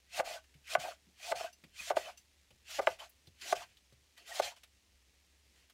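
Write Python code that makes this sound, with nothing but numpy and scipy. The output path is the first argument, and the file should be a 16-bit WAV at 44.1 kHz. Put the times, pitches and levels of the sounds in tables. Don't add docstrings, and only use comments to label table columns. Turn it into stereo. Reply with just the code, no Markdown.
import sys
import numpy as np
from scipy import signal
from scipy.fft import rfft, irfft, next_fast_len
from scipy.io import wavfile
from scipy.ndimage import uniform_filter1d, map_coordinates

SR = 44100
rng = np.random.default_rng(int(sys.argv[2]) if len(sys.argv) > 2 else 0)


def master(y):
    cut = np.clip(np.atleast_2d(y).T, -1, 1)
    pcm = np.round(cut * 32767)
    wavfile.write(sys.argv[1], SR, pcm.astype(np.int16))


def invert_db(level):
    return 10 ** (np.asarray(level, dtype=float) / 20)


N = 252693


def unit(x):
    return x / np.sqrt(np.mean(x ** 2) + 1e-20)


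def along(points, hz):
    f, v = np.transpose(points)
    return np.interp(np.log(hz + 1), np.log(f + 1), v)


def curves(rows):
    s, *cols = np.transpose(rows)
    return [np.interp(np.arange(N) / SR, s, c) for c in cols]


def wobble(rate):
    knots = rng.standard_normal(int(N * rate / SR) + 4)
    return map_coordinates(knots, [np.arange(N) * rate / SR])


def filtered(x, response):
    n = x.shape[-1]
    m = next_fast_len(n + SR // 4)
    return irfft(rfft(x, m) * response(np.fft.rfftfreq(m, 1 / SR)), m)[..., :n]


def place(out, start, sound):
    room = out[:, start:start + sound.shape[1]]
    room += sound[:, :room.shape[1]]


def resonances(modes, f):
    total = 0
    for k, (hz, width, db) in enumerate(modes):
        total = total + (-1) ** k * invert_db(db) * 1j * f * width / (hz * hz - f * f + 1j * f * width)
    return total


def pair(alike, patchy_db, grit_db):
    grains = rng.standard_normal((2, N)) * invert_db(grit_db * wobble(900))
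    z = signal.stft(grains, nperseg=256)[2]
    patches = uniform_filter1d(rng.standard_normal(z.shape[1:]), size=2, axis=0)
    patches = uniform_filter1d(patches, size=12, axis=1)
    two = signal.istft(z * invert_db(patchy_db * unit(patches)), nperseg=256)[1][:, :N]

    def shares(hz):
        turn = np.arccos(np.clip(along(alike, hz), -1, 1)) / 2
        return np.array([np.cos(turn), np.sin(turn)])

    mid, side = filtered(two, shares)
    return np.array([mid + side, mid - side])


# (time [s], air level [dB], fan hum level [dB])
QUIET_LEVELS = [(0, -69, -79.5), (1.1, -68.5, -81.5), (2.3, -69, -80), (3.2, -68.5, -81.5), (4, -69, -80),
                (4.8, -69.5, -81.5), (5.4, -69, -78.5), (5.6, -67, -78), (5.73, -71.5, -86)]
# (frequency [Hz], level [dB per Hz])
AIR_COLOUR = [(60, -47), (100, -9), (160, -2), (300, -3), (500, -5), (800, -7), (1450, -8.5), (1850, -3),
              (2700, -2), (4000, -3.5), (6500, -6.5), (10000, -13.5), (15700, -21)]
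# (frequency [Hz], likeness [-1 to 1])
AIR_LIKENESS = [(60, 0.34), (240, 0.16), (950, -0.29), (3770, -0.32), (15000, 0.23)]
# (frequency [Hz], level [dB per Hz])
RUMBLE_COLOUR = [(12, -43.5), (20, -19), (41, -2.5), (70, 3.5), (93, -2.5), (130, -17.5), (170, -53),
                 (290, -120)]


def background():
    air_db, hum_db = curves(QUIET_LEVELS)
    air = unit(filtered(pair(AIR_LIKENESS, patchy_db=-0.5, grit_db=1.5), lambda f: invert_db(along(AIR_COLOUR, f))))
    rumble = pair([(60, 1.0)], patchy_db=-0.5, grit_db=-0.3)
    rumble = unit(filtered(rumble, lambda f: invert_db(along(RUMBLE_COLOUR, f))))
    fan_hz = 68.5 + 3.4 * wobble(6.8)
    hum = np.sqrt(2) * np.sin(2 * np.pi * np.cumsum(fan_hz) / SR) * invert_db(1.8 * wobble(7))
    return invert_db(air_db + 1.0) * air + invert_db(-80.5 + 1.5 * wobble(2.3)) * rumble + invert_db(hum_db + 4.5) * hum


STEP = 16
SILENT_DB = -120


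def ramp(start, end, start_db, end_db, rise, fall):
    end = max(end, start + 1 / SR)
    rise_from = start - (start_db - SILENT_DB) / rise
    gone = end + (end_db - SILENT_DB) / fall
    times = np.arange(0, N, STEP) / SR
    return np.interp(times, [rise_from, start, end, gone], [SILENT_DB, start_db, end_db, SILENT_DB])


def lifted(db):
    return db - 2 * np.maximum(-72 - db, 0)


# (bite time [s], landing time [s], hiss level at the bite [dB], hiss level at the landing [dB])
DOWN_STROKES = [
    (0.168, 0.204, -43.5, -45),
    (0.708, 0.752, -48, -45),
    (1.23, 1.319, -50, -44),
    (1.791, 1.909, -51.5, -45.5),
    (2.712, 2.795, -48, -50),
    (3.439, 3.529, -50.5, -41.5),
    (4.29, 4.401, -54.5, -43.5),
]
# (start time [s], free time [s], hiss level at the start [dB], hiss level when free [dB])
UP_STROKES = [(0.253, .352, -50, -52), (0.799, 0.913, -48.5, -57), (1.36, 1.4575, -48, -54),
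              (1.968, 1.989, -46, -51), (1.994, 2.104, -51.5, -58.5), (2.818, 2.839, -54.5, -58),
              (2.871, 2.862, -48.5, -49.5), (2.903, 2.937, -56.5, -59), (2.995, 3.045, -56.5, -57.5),
              (3.557, 3.637, -49.5, -59), (3.671, 3.734, -74, -73.5), (4.173, 4.230, -65.5, -68.5),
              (3.417, 3.44, -50, -53), (.672, .69, -57, -56), (.134, .145, -55.5, -54.5),
              (4.424, 4.484, -45.5, -48.5), (4.565, 4.56, -63, -63), (5.558, 5.640, -72, -76)]
# (start time [s], end time [s], rub level [dB], rub level at the end [dB])
RUB_STROKES = [(.150, 0.196, -52.5, -34.5), (.235, 0.359, -47.5, -46), (0.336, 0.344, -41, -41.5),
               (.720, .750, -50.5, -39.5), (.775, 0.824, -53, -49.5), (0.842, 0.858, -41, -37),
               (0.868, 0.886, -41, -39), (.910, .930, -45.5, -57.5), (1.208, 1.310, -66, -42),
               (1.340, 1.371, -46.5, -48), (1.402, 1.413, -40.5, -42), (1.438, 1.441, -39.5, -36.5),
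               (1.458, 1.468, -50, -54), (1.760, 1.827, -76, -67.5), (1.875, 1.900, -59, -50.5),
               (1.920, 2.001, -48.5, -47), (2.011, 2.092, -53.5, -47), (2.120, 2.15, -61.5, -66.5),
               (2.700, 2.783, -63, -55.5), (2.810, 2.843, -47.5, -47.5), (2.890, 2.918, -39.5, -53),
               (2.994, 3.033, -56, -45), (3.460, 3.515, -56, -46), (3.545, 3.575, -49.5, -52.5),
               (3.595, 3.623, -51, -52.5), (4.179, 4.250, -70, -79), (4.305, 4.390, -51, -46.5),
               (4.415, 4.478, -52, -44), (4.50, 4.52, -58, -62)]


def strokes():
    bite, stop, begin, free = 398, 1301, 1505.5, 386.5
    levels = []
    for a, b, a_db, b_db in DOWN_STROKES:
        hiss = ramp(a, b, a_db, b_db, bite, stop)
        ring = ramp(a - 0.025, b, a_db - 0.5, a_db + 1.5, bite, stop)
        levels.append((hiss, ring))
    for a, b, a_db, b_db in UP_STROKES:
        hiss = ramp(a, b, a_db, b_db, begin, free)
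        ring = ramp(a, b, a_db + 5, b_db + 6.5, begin, free)
        levels.append((hiss, ring))
    rubs = [ramp(*row, rise=651, fall=652.5) for row in RUB_STROKES]
    loudest = np.vstack([np.max(levels, axis=0), np.max(rubs, axis=0)])
    return np.repeat(lifted(loudest), STEP, axis=1)[:, :N]


def snaps():
    when, size, sign, side = rng.random((4, N))
    torn = when < 600 / SR * np.exp(0.7 * wobble(60))
    loudness = invert_db(8 - 3 * np.log(size + 1e-9))
    return torn * np.sign(sign - .5) * loudness * np.array([side, 1 - side])


# (frequency [Hz], level [dB per Hz])
JUICE_COLOUR = [(530, -47.5), (900, -16), (1930, -5.5), (2100, -4.5), (2430, -6.5), (3240, 0), (3480, -1),
                (6950, -3.5), (12100, -17), (15700, -20)]
# (frequency [Hz], likeness [-1 to 1])
CUT_LIKENESS = [(600, 0.72), (2000, 0.93), (5000, 0.017), (12000, 0.49)]
# (frequency [Hz], width [Hz], level [dB])
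BLADE_MODES = [(1560, 120, -7), (1920, 190, -4), (2490, 270, -0.5), (2740, 93, 1.5), (3050, 110, 0.5),
               (3600, 210, -11.5), (4350, 130, -4)]
# (frequency [Hz], width [Hz], level [dB])
HELD_BOARD_MODES = [(500, 77, -17), (676.8, 55, 4.5), (900, 50, -9.5), (1043, 220, -19), (1523, 16, -10.5)]


def slicing():
    hiss_db, ring_db, rub_db = strokes()
    hiss = pair(CUT_LIKENESS, patchy_db=2.5, grit_db=0.5) + snaps()
    hiss = filtered(hiss, lambda f: invert_db(along(JUICE_COLOUR, f) + [[-1.1], [1.1]]))
    ring = pair(CUT_LIKENESS, patchy_db=3.0, grit_db=-0.5)
    ring = filtered(ring, lambda f: resonances(BLADE_MODES, f) * invert_db([[-1.5], [1.5]]))
    push = invert_db(rub_db - 2 + 1.2 * wobble(70) + 1.5 * wobble(130)) * pair([(600, .8)], patchy_db=1.2, grit_db=2.0)

    def held(f):
        return resonances(HELD_BOARD_MODES, f) * 1j * f / (480 + 1j * f)

    size = np.sqrt(np.mean(np.abs(held(np.arange(SR // 2))) ** 2))
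    grip = np.pi / 4 * (1 + np.tanh(4.5 * wobble(22)))
    rub = 0
    for share, shift in ((np.cos(grip), 1.035), (np.sin(grip), 0.965)):
        rub = rub + filtered(push * share, lambda f: held(f * shift) * invert_db([[.8], [-.8]])) / size
    uneven_hand_db = 1.18 * wobble(45)
    return invert_db(hiss_db + 4.0 + uneven_hand_db) * unit(hiss) + invert_db(ring_db - 4.5) * unit(ring) + rub


def board(f, modes):
    low = 370 / (1j * f + 1e-9)
    small = 1 / (1 + low / .8 + low ** 2) ** 2
    sides = []
    for side in (1, -1):
        sides.append(resonances([(hz, width, db + side * pan / 2) for hz, width, db, pan in modes], f))
    return small * np.array(sides)


# (frequency [Hz], width [Hz], level [dB], left minus right [dB])
BOARD_MODES = [(415, 54, -9.5, -1), (515.3, 38, -8.5, 1), (650, 114, -3, 2.5), (867, 180, -7.5, 1.5),
               (1034, 290, -13.5, -5), (1200, 87, -8.5, -4), (1475, 73, -10.5, 1), (1725, 65, -15, -6),
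               (2017, 90, -13.5, -8.5), (2450, 110, -17, -0.5), (2580, 200, -20, -5.5),
               (3200, 310, -23, 2.5), (3700, 99, -23.5, 0.5)]
# (time [s], level [dB], hardness [Hz])
TIP_KNOCKS = [(.1937, -22, 2500), (.1998, -15, 2500), (.206, -25, 2500), (.752, -7, 2780),
              (1.3215, -15.5, 2500), (1.9018, -21, 3500), (1.904, -25, 2500), (1.9135, -22, 2000),
              (1.9695, -22, 2500), (2.7935, -20, 2500), (2.8719, -5.5, 3200), (3.5256, -11.5, 1710),
              (4.395, -23, 2200)]
# (time [s], level [dB], hardness [Hz])
BELLY_KNOCKS = [(.1972, -8.5, 900), (.2032, -11.5, 805), (.2062, -10.5, 700), (.7545, -7, 940),
                (.7612, -21.5, 800), (.770, -22.5, 795), (1.3125, -29, 800), (1.3155, -17, 800),
                (1.320, -18, 900), (1.3245, -10.5, 810), (1.336, -27, 700), (1.9048, -7, 770),
                (1.9115, -13.5, 800), (1.917, -16.5, 700), (1.9674, -13.5, 1100), (1.9705, -6, 750),
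                (1.981, -21, 700), (2.7855, -22.5, 801), (2.789, -13.5, 812.5), (2.7925, -10, 800),
                (2.7965, -10, 740), (2.8015, -14, 756), (2.8748, -5, 847), (2.8805, -28, 802),
                (3.5253, -20, 1000), (3.528, -6.5, 855), (3.538, -24, 700), (4.3982, -3, 685),
                (4.405, -18, 601)]
# (time [s], level [dB])
LOWEST_MODE_REACH = [(0, -25.5), (1.5, -5.5), (2, -4), (3, -2), (4.5, -7)]
# (frequency [Hz], width [Hz], level [dB])
STEEL_CLICK = [(1800, 2400, -8.5)]


def knocks():
    tip, belly, cracks = np.zeros((2, N)), np.zeros((2, N)), np.zeros((2, N))
    t = np.arange(600) / SR
    for force, rows in ((tip, TIP_KNOCKS), (belly, BELLY_KNOCKS)):
        for s, db, hard_hz in rows:
            rate = 2 * np.pi * hard_hz
            push = invert_db(db + 34.0) * rate * t * np.exp(-rate * t) * rate / SR
            place(force, int(s * SR), np.array([push, push]))
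            noise = rng.standard_normal((3, len(t)))
            crack = filtered(noise[0] + 0.28 * noise[1:],
                             lambda f: 1j * f / (800 + 1j * f) / (1 + 1j * f / hard_hz) ** 3)
            place(cracks, int(s * SR), invert_db(db - 9.5 - 60 * t / 0.0094) * crack)
    force = belly + filtered(tip, lambda f: 1j * f / (900 + 1j * f))
    reach_db = curves(LOWEST_MODE_REACH)[0]
    lowest = filtered(force * invert_db(reach_db), lambda f: board(f, BOARD_MODES[:1]))
    higher = filtered(force, lambda f: board(f, BOARD_MODES[1:]))
    click = filtered(tip, lambda f: resonances(STEEL_CLICK, f) ** 2)
    return lowest - higher + cracks + click


# (time [s], level [dB], frequency [Hz], time to fall 60 dB [s])
BOARD_THUDS = [(0.243, -71, 100, 0.17), (0.544, -75, 340, 0.089), (0.55, -55, 128, 0.11),
               (0.779, -53, 129, 0.18), (1.067, -67.5, 209.6, 0.26), (1.339, -65, 110, 0.32),
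               (1.636, -52.5, 176, 0.13), (1.802, -65, 200, 0.18), (1.932, -63.5, 100, .2),
               (2.505, -60.5, 131, 0.16), (2.506, -58.5, 500, 0.053), (2.799, -66.5, 100, 0.35),
               (2.901, -60, 100, 0.12), (3.273, -56.5, 95, 0.19), (3.273, -61, 400, 0.066),
               (3.422, -64.5, 330, 0.72), (3.541, -69.5, 100, 0.75), (3.923, -64.5, 95, 0.32),
               (3.922, -62, 449, 0.047), (4.411, -68, 110, 0.33), (4.202, -72, 400, 1),
               (4.632, -66.5, 655, 0.077)]
# (time [s], level [dB])
COUNTER_JOLTS = [(.235, -66), (.75, -68.5), (1.35, -70), (1.66, -71), (1.96, -65.5), (2.52, -73.5),
                 (2.78, -70.5), (2.92, -71.5), (3.549, -66), (4.42, -74)]


def thuds():
    out, t = np.zeros((2, N)), np.arange(SR // 4) / SR
    jolts = [(s, db, 36, 0.32) for s, db in COUNTER_JOLTS]
    for s, db, hz, t60 in BOARD_THUDS + jolts:
        noise = rng.standard_normal((3, len(t)))
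        thud = unit(filtered(noise[0] + .25 * noise[1:], lambda f: resonances([(hz, .8 * hz, 0)], f) ** 2))
        place(out, round(s * SR), invert_db(db - 60 * t / t60) * thud * (1 - np.exp(-t / 0.0011)))
    return out


# (start time [s], end time [s], frequency [Hz], level [dB])
BLADE_SQUEAKS = [(0.242, 0.353, 2470, -50.5), (0.36, 0.396, 1510, -55), (0.699, 0.727, 2490, -42.5),
                 (0.804, 0.875, 2490, -48.5), (0.874, 0.916, 4350, -52), (1.218, 1.273, 2490, -48),
                 (1.225, 1.27, 4350, -66), (1.447, 1.493, 1560, -52), (1.78, 1.832, 2490, -42.5),
                 (1.859, 1.906, 3600, -51), (2.018, 2.108, 3050, -54), (2.995, 3.014, 3050, -44),
                 (4.149, 4.21, 1936, -64.5), (4.166, 4.224, 3100, -73), (4.167, 4.24, 4410, -64.5),
                 (4.178, 4.202, 1200, -70), (4.292, 4.346, 1875, -51.5), (4.348, 4.417, 4350, -46),
                 (4.415, 4.49, 4350, -47.5), (4.435, 4.48, 3190, -43)]
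# (start time [s], end time [s], frequency [Hz], level [dB])
FACE_SCUFFS = [(0.366, 0.404, 1000, -60), (.905, 0.934, 1090, -50.5), (.67, 0.75, 1340, -58.5),
               (1.464, 1.497, 1097, -62), (1.77, 1.856, 1350, -59.5), (2.04, 2.13, 1100, -55),
               (2.699, 2.78, 1400, -62.5), (2.98, 3.066, 990, -55.5), (3.41, 3.462, 1800, -57.5),
               (3.58, 3.669, 1050, -54.5), (4.489, 4.556, 843, -61), (4.558, 4.581, 1510, -67),
               (4.558, 4.59, 741, -69.5)]


def squeaks():
    out = np.zeros((2, N))
    drags = [(*row, 70) for row in BLADE_SQUEAKS] + [(*row, .7 * row[2]) for row in FACE_SCUFFS]
    for start, end, hz, db, width in drags:
        n = round((end - start) * SR)
        noise = rng.standard_normal((3, SR // 8))
        tone = unit(filtered(noise[0] + .5 * noise[1:], lambda f: resonances([(hz, width, 0)], f) ** 2))[:, :n]
        swell = np.hanning(tone.shape[1]) ** 1.1
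        place(out, round(start * SR), invert_db(db + np.array([[-1.5], [1.5]])) * tone * swell)
    return out


# (time [s], peak level [dB], centre [Hz], width [share of centre])
SOFT_TOUCHES = [(.4398, -51.5, 2260, 0.73), (0.5392, -47.5, 2580, 0.32), (.5594, -60, 2454, .8),
                (1.6373, -41, 2490, 0.37), (2.505, -46.5, 3044, 0.36), (3.0932, -45.5, 13300, .6),
                (3.27, -43.5, 3900, 0.32), (3.394, -52.5, 4420, 0.4), (3.7694, -46.5, 3600, 0.28),
                (3.9242, -52, 3300, .62), (4.1739, -55, 1890, .87), (4.633, -38, 3040, 0.85),
                (5.697, -46, 2403, 1.3)]
# (time [s], peak level [dB])
SKIN_CRACKLES = [
    (4.1758, -43.5),
    (4.2636, -46),
    (4.2751, -40.5),
]


def touches():
    out, t = np.zeros((2, N)), np.arange(SR // 4) / SR
    crackles = [(s, db, 3200, 1) for s, db in SKIN_CRACKLES]
    for s, db, hz, share in SOFT_TOUCHES + crackles:
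        noise = rng.standard_normal((3, len(t)))
        tick = unit(filtered(noise[0] + noise[1:],
                             lambda f: resonances([(hz, share * hz, 0)], f) / (1 + 1j * f / (7.5 * hz))))
        place(out, round(s * SR), invert_db(db - 7.0 - 60 * t / 0.059) * tick * (1 - np.exp(-t / 0.002)))
    return out


# (time [s], brush level [dB], time to fall 60 dB [s], first favoured mode [Hz], second favoured mode [Hz])
BRUSHES = [
    (1.527, -57.5, .05, 6085, 10330),
    (2.172, -55.5, 0.15, 7203, 6085),
    (2.211, -76, 0.044, 7203, 4630),
]
# (frequency [Hz], time to fall 60 dB [s], level [dB])
STEEL_MODES = [(2770, 0.075, 0.5), (4630, 0.073, 0), (5170, 0.082, -1), (6085, 0.085, -4),
               (7203, 0.11, -10), (7695, .07, -7.5), (10330, 0.065, -9), (11560, 0.073, -9),
               (13680, .045, -8.5), (14070, 0.064, -11), (15380, .06, -9)]


def tinkles():
    out, t = np.zeros((2, N)), np.arange(SR // 6) / SR
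    for s, db, t60, *favoured in BRUSHES:
        ring = np.zeros((2, len(t)))
        for hz, long, mode_db in STEEL_MODES:
            near = min(abs(np.log(hz / f)) for f in favoured) < .03
            level = (6 if near else -1) + mode_db + rng.normal(0, 1.4)
            phase = rng.random() + .1 * rng.random((2, 1))
            ring += invert_db(level - 60 * t / long) * np.sin(2 * np.pi * (hz * t + phase))
        noise = rng.standard_normal((2, len(t)))
        brush = unit(filtered(noise, lambda f: resonances([(4400, 5100, 0)], f))) * invert_db(-60 * t / t60)
        place(out, round(s * SR), invert_db(db) * (1 - np.exp(-t / 0.0021)) ** 2 * (ring + brush))
    return out


# (frequency [Hz], time to fall 60 dB [s])
KITCHEN_DECAY = [(200, 0.29), (700, 0.18), (2000, 0.15), (5000, 0.016), (12000, 0.02)]


def kitchen(x):
    hz, t, z = signal.stft(rng.standard_normal((2, SR // 2)), SR, nperseg=256)
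    fade = invert_db(-60 * t / along(KITCHEN_DECAY, hz)[:, None])
    tail = signal.istft(z * fade, SR, nperseg=256)[1]
    late = np.pad(x, ((0, 0), (250, 0)))
    return signal.fftconvolve(late, tail / np.linalg.norm(tail[0]), axes=1)[:, :N]


def scene():
    near = slicing() + knocks() + thuds() + squeaks() + touches()
    lag = 3.5 / SR
    near = filtered(near, lambda f: np.exp(-1j * np.pi * f * lag * np.array([[1], [-1]])))
    near = near + tinkles()
    return near + invert_db(-21) * kitchen(near) + background()


def top_cut(x):
    return signal.sosfilt(signal.butter(12, 15830, fs=SR, output="sos"), x)


def record(dry):
    mix = filtered(dry, lambda f: f < 15830)
    return top_cut(mix)


dry = scene()
out = record(dry)
master(out)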